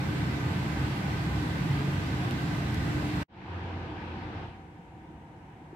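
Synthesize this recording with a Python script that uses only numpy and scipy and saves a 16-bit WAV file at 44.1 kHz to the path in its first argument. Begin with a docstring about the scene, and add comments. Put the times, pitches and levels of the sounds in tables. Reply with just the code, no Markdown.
"""Plant lab ventilation and clean-air cabinet

Ventilation drones: duct rumble, fan tones, narrow whistles and rushing air, with two faint ticks.
It breaks off and a clean-air cabinet fades in, close by. Air hisses through its filter wall for a
second, then sinks to the soft hum of the blower; something knocks dully on the bench."""
import sys
import numpy as np
from scipy import signal
from scipy.fft import rfft, irfft, next_fast_len
from scipy.io import wavfile
from scipy.ndimage import uniform_filter1d, map_coordinates

SR = 44100
rng = np.random.default_rng(int(sys.argv[2]) if len(sys.argv) > 2 else 0)


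def generate_wav(sig):
    """Save sig (samples, or channels by samples) to the path in sys.argv[1] as 16-bit PCM at SR."""
    pcm = np.round(np.clip(np.atleast_2d(sig).T, -1, 1) * 32767).astype(np.int16)
    wavfile.write(sys.argv[1], SR, pcm)


N = 253971


def amp(db):
    """Decibels to gain."""
    return 10 ** (np.asarray(db) / 20)


def unit(x):
    """Scale to rms 1."""
    return x / np.sqrt(np.mean(x ** 2) + 1e-20)


def along(points, hz):
    """Read a curve of (frequency, value) points on a log frequency axis."""
    freqs, values = np.transpose(points)
    return np.interp(np.log(hz + 1), np.log(freqs + 1), values)


def since(s):
    """Seconds passed since time s, zero before it."""
    return np.maximum(np.arange(N) / SR - s, 0)


def swell(middle_s, length_s, lift_db):
    """A gain that leaves 1 in one rounded arch and returns."""
    place = 2 * (np.arange(N) / SR - middle_s) / length_s
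    return amp(lift_db * np.maximum(1 - place ** 2, 0))


def wobble(rate):
    """A smooth random curve, rate knots a second."""
    knots = rng.standard_normal(int(N * rate / SR) + 4)
    return map_coordinates(knots, [np.arange(N) * rate / SR])


def filtered(x, response):
    """EQ x with a gain given as a function of frequency."""
    size = next_fast_len(N + 8192)
    return irfft(rfft(x, size) * response(np.fft.rfftfreq(size, 1 / SR)), size)[..., :N]


def spread(pair, correlation, balance):
    """Mix two unrelated signals into a diffuse field: bass shared by both ears, treble not."""
    angle = lambda hz: np.arccos(np.clip(along(correlation, hz), -1, 1)) / 2
    mid, side = filtered(pair, lambda hz: np.array([np.cos(angle(hz)), np.sin(angle(hz))]))
    pan = lambda hz: amp(np.outer([.5, -.5], along(balance, hz)))
    return filtered(np.array([mid + side, mid - side]), pan)


def turbulence(spectrum, patchy_db):
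    """Two noises of rms 1 whose colour shifts in small patches as eddies pass."""
    cells = signal.stft(rng.standard_normal((2, N)), nperseg=512)[2]
    eddies = uniform_filter1d(rng.standard_normal(cells.shape[1:]), size=7, axis=0)  # across pitch
    eddies = uniform_filter1d(eddies, size=14, axis=1)  # across time
    pair = signal.istft(cells * amp(patchy_db * unit(eddies)), nperseg=512)[1][:, :N]
    return unit(filtered(pair, lambda hz: amp(along(spectrum, hz))))


def resonance(hz, half_width_hz):
    """Two noises of rms 1 ringing in one resonance."""
    peak = lambda f: 1 / (1 + ((f - hz) / half_width_hz) ** 2)
    return unit(filtered(rng.standard_normal((2, N)), peak))


def rough_tone(hz, wander_hz, skirt_db, skirt_hz=13.4, flutter_db=3.0):
    """A fan tone that wanders in pitch and level, smeared by turbulence into a noisy skirt; rms 1."""
    phase = 2 * np.pi * np.cumsum(hz + wander_hz * wobble(rate=10)) / SR
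    flutter = amp(flutter_db * wobble(rate=6.5))
    tone = unit(flutter * np.array([np.sin(phase), np.cos(phase)]))
    return unit(tone + amp(skirt_db) * resonance(hz, skirt_hz))


# EQ curve of the duct rumble: (frequency [Hz], relative level [dB])
RUMBLE_EQ = [(20, -39), (43, -40), (57, -7.5), (78, -11), (92, -6.5), (118, 1), (132, -1), (152, -5.5),
             (185, -6), (225, -8), (290, -5), (370, -14.5), (460, -26), (800, -63)]
def duct_rumble():
    """Air in the ducts lays down a deep, even bed of noise."""
    return amp(-34.5) * turbulence(RUMBLE_EQ, patchy_db=0.0)


# EQ curve of the air at the outlets: (frequency [Hz], relative level [dB])
OUTLET_EQ = [(250, -17), (450, -1), (600, -2), (860, 0.5), (1350, -3), (1850, -2.5), (2300, -6),
             (3000, -8.5), (4300, -12.5), (6400, -22), (8100, -21), (8600, -28), (12000, -26.5),
             (15700, -34)]
def outlet_air():
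    """Air rushes from the outlets in a broad midrange wash."""
    return amp(-39.5) * turbulence(OUTLET_EQ, patchy_db=0.96)


# fan and motor tones: (pitch [Hz], level [dB], wander [Hz], skirt against the tone [dB])
FAN_TONES = [(69.63, -41, 1.93, -4.5), (140.7, -39, 1.05, -14.5), (162.2, -39.5, 0.95, -10.5),
             (300.3, -41.5, 1.54, -1.5), (348.6, -50.5, 1.81, -4.5), (422, -54, 1.6, -4),
             (516, -58.5, 2.7, -2.5), (792, -56.5, 1.36, -6)]
def fan_hum():
    """Spinning fans and motors hold a rough, low chord."""
    return sum(amp(db) * rough_tone(hz, wander, skirt_db) for hz, db, wander, skirt_db in FAN_TONES)


def wavering(pair, depth=0.012):
    """Unsteady air bends a whistle up and down; depth is a share of its pitch."""
    clock = np.cumsum(1 + depth * wobble(rate=11))
    return np.array([np.interp(clock, np.arange(N), side) for side in pair])


# narrow resonances of ducts and grilles: (pitch [Hz], half-width [Hz], level [dB])
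WHISTLES = [(92.5, 6.8, -41), (129.4, 3.1, -40.5), (181.4, 6.9, -43), (209, 7.8, -48), (705, 9.4, -59),
            (985, 29, -56.5), (1220, 28, -53), (1537, 36, -49.5), (1680, 43, -71), (2023, 32, -53.5),
            (2400, 140, -58), (2680, 45, -59.5)]
def whistles():
    """Passing air keeps the ducts and grilles ringing."""
    return sum(amp(db) * wavering(resonance(hz, width)) for hz, width, db in WHISTLES)


# surges and sags in the low end: (middle time [s], length [s], frequency [Hz], lift [dB])
SURGES = [(1.69, 0.3, 137, 3.5), (2.04, 0.2, 92, 3), (2.8, 0.26, 70, 3.5), (2.9, 0.26, 128, 3),
          (3.14, 0.24, 140, -5)]
def surging(hum, width_hz=29):
    """Each surge briefly lifts or lowers one low band of the hum."""
    band = lambda hz: filtered(hum, lambda f: np.exp(-((f - hz) / width_hz) ** 2))
    return hum + sum((swell(s, length, db) - 1) * band(hz) for s, length, hz, db in SURGES)


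# stereo width of the room: (frequency [Hz], left-right correlation [-1 to 1])
ROOM_CORRELATION = [(100, 1), (190, 0.98), (300, 0.8), (400, 0.76), (500, 0.46), (700, 0.66), (900, 0.42),
                    (1200, -0.36), (2400, 0.096), (5000, -0.15), (11000, -0.36)]
# stereo balance of the room: (frequency [Hz], left minus right [dB])
ROOM_BALANCE = [(60, -0.5), (200, -1.5), (540, 1.5), (1100, -1), (2500, -1.5), (4200, -3.5), (9000, -2),
                (13000, -4.5)]
def ventilation(end_s=3.231):
    """Fans hum through rumbling ducts; air rushes and whistles at the grilles, until all breaks off."""
    drift = amp(-0.52 * wobble(rate=2.77))  # rumble and fans rise and fall together
    rumble = duct_rumble()
    air = outlet_air()
    hum = surging(drift * (rumble + fan_hum()) + whistles())
    after = since(end_s)
    cutoff = amp(-21 * np.minimum(after / 0.005, 1) - 1100 * after)  # a sudden drop, then a short tail
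    return cutoff * spread(hum + air, ROOM_CORRELATION, ROOM_BALANCE)


# faint ticks: (time [s], body pitch [Hz], body level [dB],
# bright pitch [Hz], bright level [dB], left minus right [dB])
TICKS = [(2.3102, 3600, -33, 11000, -45.5, -18), (2.7451, 4800, -39.5, 9700, -46.5, 16)]
def ticks(t60_s=0.005, width_share=0.25):
    """Tiny hard contacts to either side: each a flick of noise in a body resonance and a bright one."""
    out = np.zeros((2, N))
    for s, body_hz, body_db, bright_hz, bright_db, pan_db in TICKS:
        age = since(s)
        pan = amp(pan_db * np.array([[.5], [-.5]]))
        body = amp(body_db) * resonance(body_hz, width_share * body_hz)
        bright = amp(bright_db) * resonance(bright_hz, width_share * bright_hz)
        out += pan * (age > 0) * amp(-60 * age / t60_s) * (body + bright)
    return out


# EQ curve of the air through the filter wall: (frequency [Hz], relative level [dB])
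FILTER_EQ = [(25, -28), (38, -30), (48, -3.5), (72, -6), (108, 0.5), (140, -6.5), (170, -8.5), (270, -11),
             (340, -6.5), (410, -15), (620, -21), (820, -12), (1100, -17.5), (1900, -20.5), (2500, -22),
             (4000, -31.5), (5500, -41), (7500, -55), (15000, -85)]
def filter_hiss(flow):
    """Air pushed through the cabinet's filter wall hisses in step with the flow."""
    return amp(-41) * flow * turbulence(FILTER_EQ, patchy_db=1.1)


# EQ curve of the blower: (frequency [Hz], relative level [dB])
BLOWER_EQ = [(25, -26), (58, 2.5), (150, 0), (260, -8), (330, -2), (410, -11), (610, -18.5), (770, -8),
             (980, -10.5), (1080, -19), (1900, -19.5), (2200, -20.5), (3000, -27), (4800, -39.5),
             (8000, -41), (11000, -48), (15700, -52)]
def blower_air():
    """The blower behind the filter keeps up a soft, steady rush."""
    return amp(-50) * turbulence(BLOWER_EQ, patchy_db=0.7)


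# resonances of the cabinet's hollow: (frequency [Hz], half-width [Hz], lift [dB])
HOLLOW_PEAKS = [(506, 77, 5.5), (678, 29, 6.5), (929, 55, 4.5), (1233, 63, 3), (1526, 40, 6), (1690, 87, 3),
                (2950, 180, 1)]
def hollow(air):
    """The cabinet's cavity rings along with the air and gives it a boxy colour."""
    lift_db = lambda f: sum(db * np.exp(-((f - hz) / width) ** 2) for hz, width, db in HOLLOW_PEAKS)
    return filtered(air, lambda f: amp(lift_db(f)))


def flow_gain(flow, full_db, rest_db):
    """Crossfade between the level at full flow (1) and the level at rest (0)."""
    return flow * amp(full_db) + (1 - flow) * amp(rest_db)


def blower_drone(flow):
    """The blower's low note swells once, then sinks with the airflow."""
    gain = flow_gain(flow, full_db=-47.6, rest_db=-62) * swell(middle_s=3.72, length_s=0.6, lift_db=6.2)
    return gain * rough_tone(hz=87.7, wander_hz=2, skirt_db=-9)


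# tones of the cabinet: (pitch [Hz], level at full flow [dB], level at rest [dB], wander [Hz])
CABINET_TONES = [(152.2, -52.5, -59.5, 0.72), (170, -53, -68, 1.5), (191.2, -51.5, -65.5, 0.77),
                 (216.7, -54, -68, 1.93), (245.3, -57.5, -69, 1.22), (302.7, -52, -62.5, 1.01),
                 (359, -59.5, -77, 1.8), (760, -60, -64.5, 5.8), (779, -56, -69, 7)]
def cabinet_hum(flow):
    """A cluster of rough tones, lifted by the airflow."""
    return sum(flow_gain(flow, full_db, rest_db) * rough_tone(hz, wander, skirt_db=-4)
               for hz, full_db, rest_db, wander in CABINET_TONES)


# stereo width of the cabinet: (frequency [Hz], left-right correlation [-1 to 1])
CABINET_CORRELATION = [(100, 1), (300, 0.91), (520, 0.81), (600, 0.58), (760, 0.86), (970, 0.44),
                       (1250, -0.21), (2800, 0.11), (5000, -0.11), (11000, -0.21)]
# stereo balance of the cabinet: (frequency [Hz], left minus right [dB])
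CABINET_BALANCE = [(60, -0.4), (450, -1), (850, 1.6), (1400, 0.5), (2500, 2), (4200, -1.5), (7000, 1)]
def cabinet(start_s=3.28, fade_s=0.27, flow_end_s=4.429, sink_db_per_s=88):
    """The cabinet fades in at full flow; the flow then sinks and leaves the blower humming."""
    fade_in = np.minimum(since(start_s) / fade_s, 1)
    flow = amp(-sink_db_per_s * since(flow_end_s))
    air = hollow(filter_hiss(flow) + blower_air())
    hum = blower_drone(flow) + cabinet_hum(flow)
    return fade_in * spread(air + hum, CABINET_CORRELATION, CABINET_BALANCE)


# dull knocks on the bench: (time [s], pitch [Hz], level [dB], 60 dB decay time [s])
KNOCKS = [(4.589, 308, -44, 0.085), (4.792, 178, -40.5, 0.16), (5.1, 332, -42.5, 0.15),
          (5.616, 307, -40.5, 0.062), (5.729, 344, -34, 0.057)]
def knock(s, hz, db, t60_s):
    """A soft blow on the bench rings one low mode briefly."""
    age = since(s)
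    attack = 1 - np.exp(-age / 0.00065)
    return attack * amp(db - 60 * age / t60_s) * np.sin(2 * np.pi * hz * age)


def scene():
    """First the ventilation with its ticks, then the cabinet with the knocks."""
    return ventilation() + ticks() + cabinet() + sum(knock(*row) for row in KNOCKS)


def record(dry, top_hz=15720):
    """A brick-wall low-pass takes off the very top of the mix."""
    return filtered(dry, lambda hz: hz < top_hz)


dry = scene()
out = record(dry)
generate_wav(out)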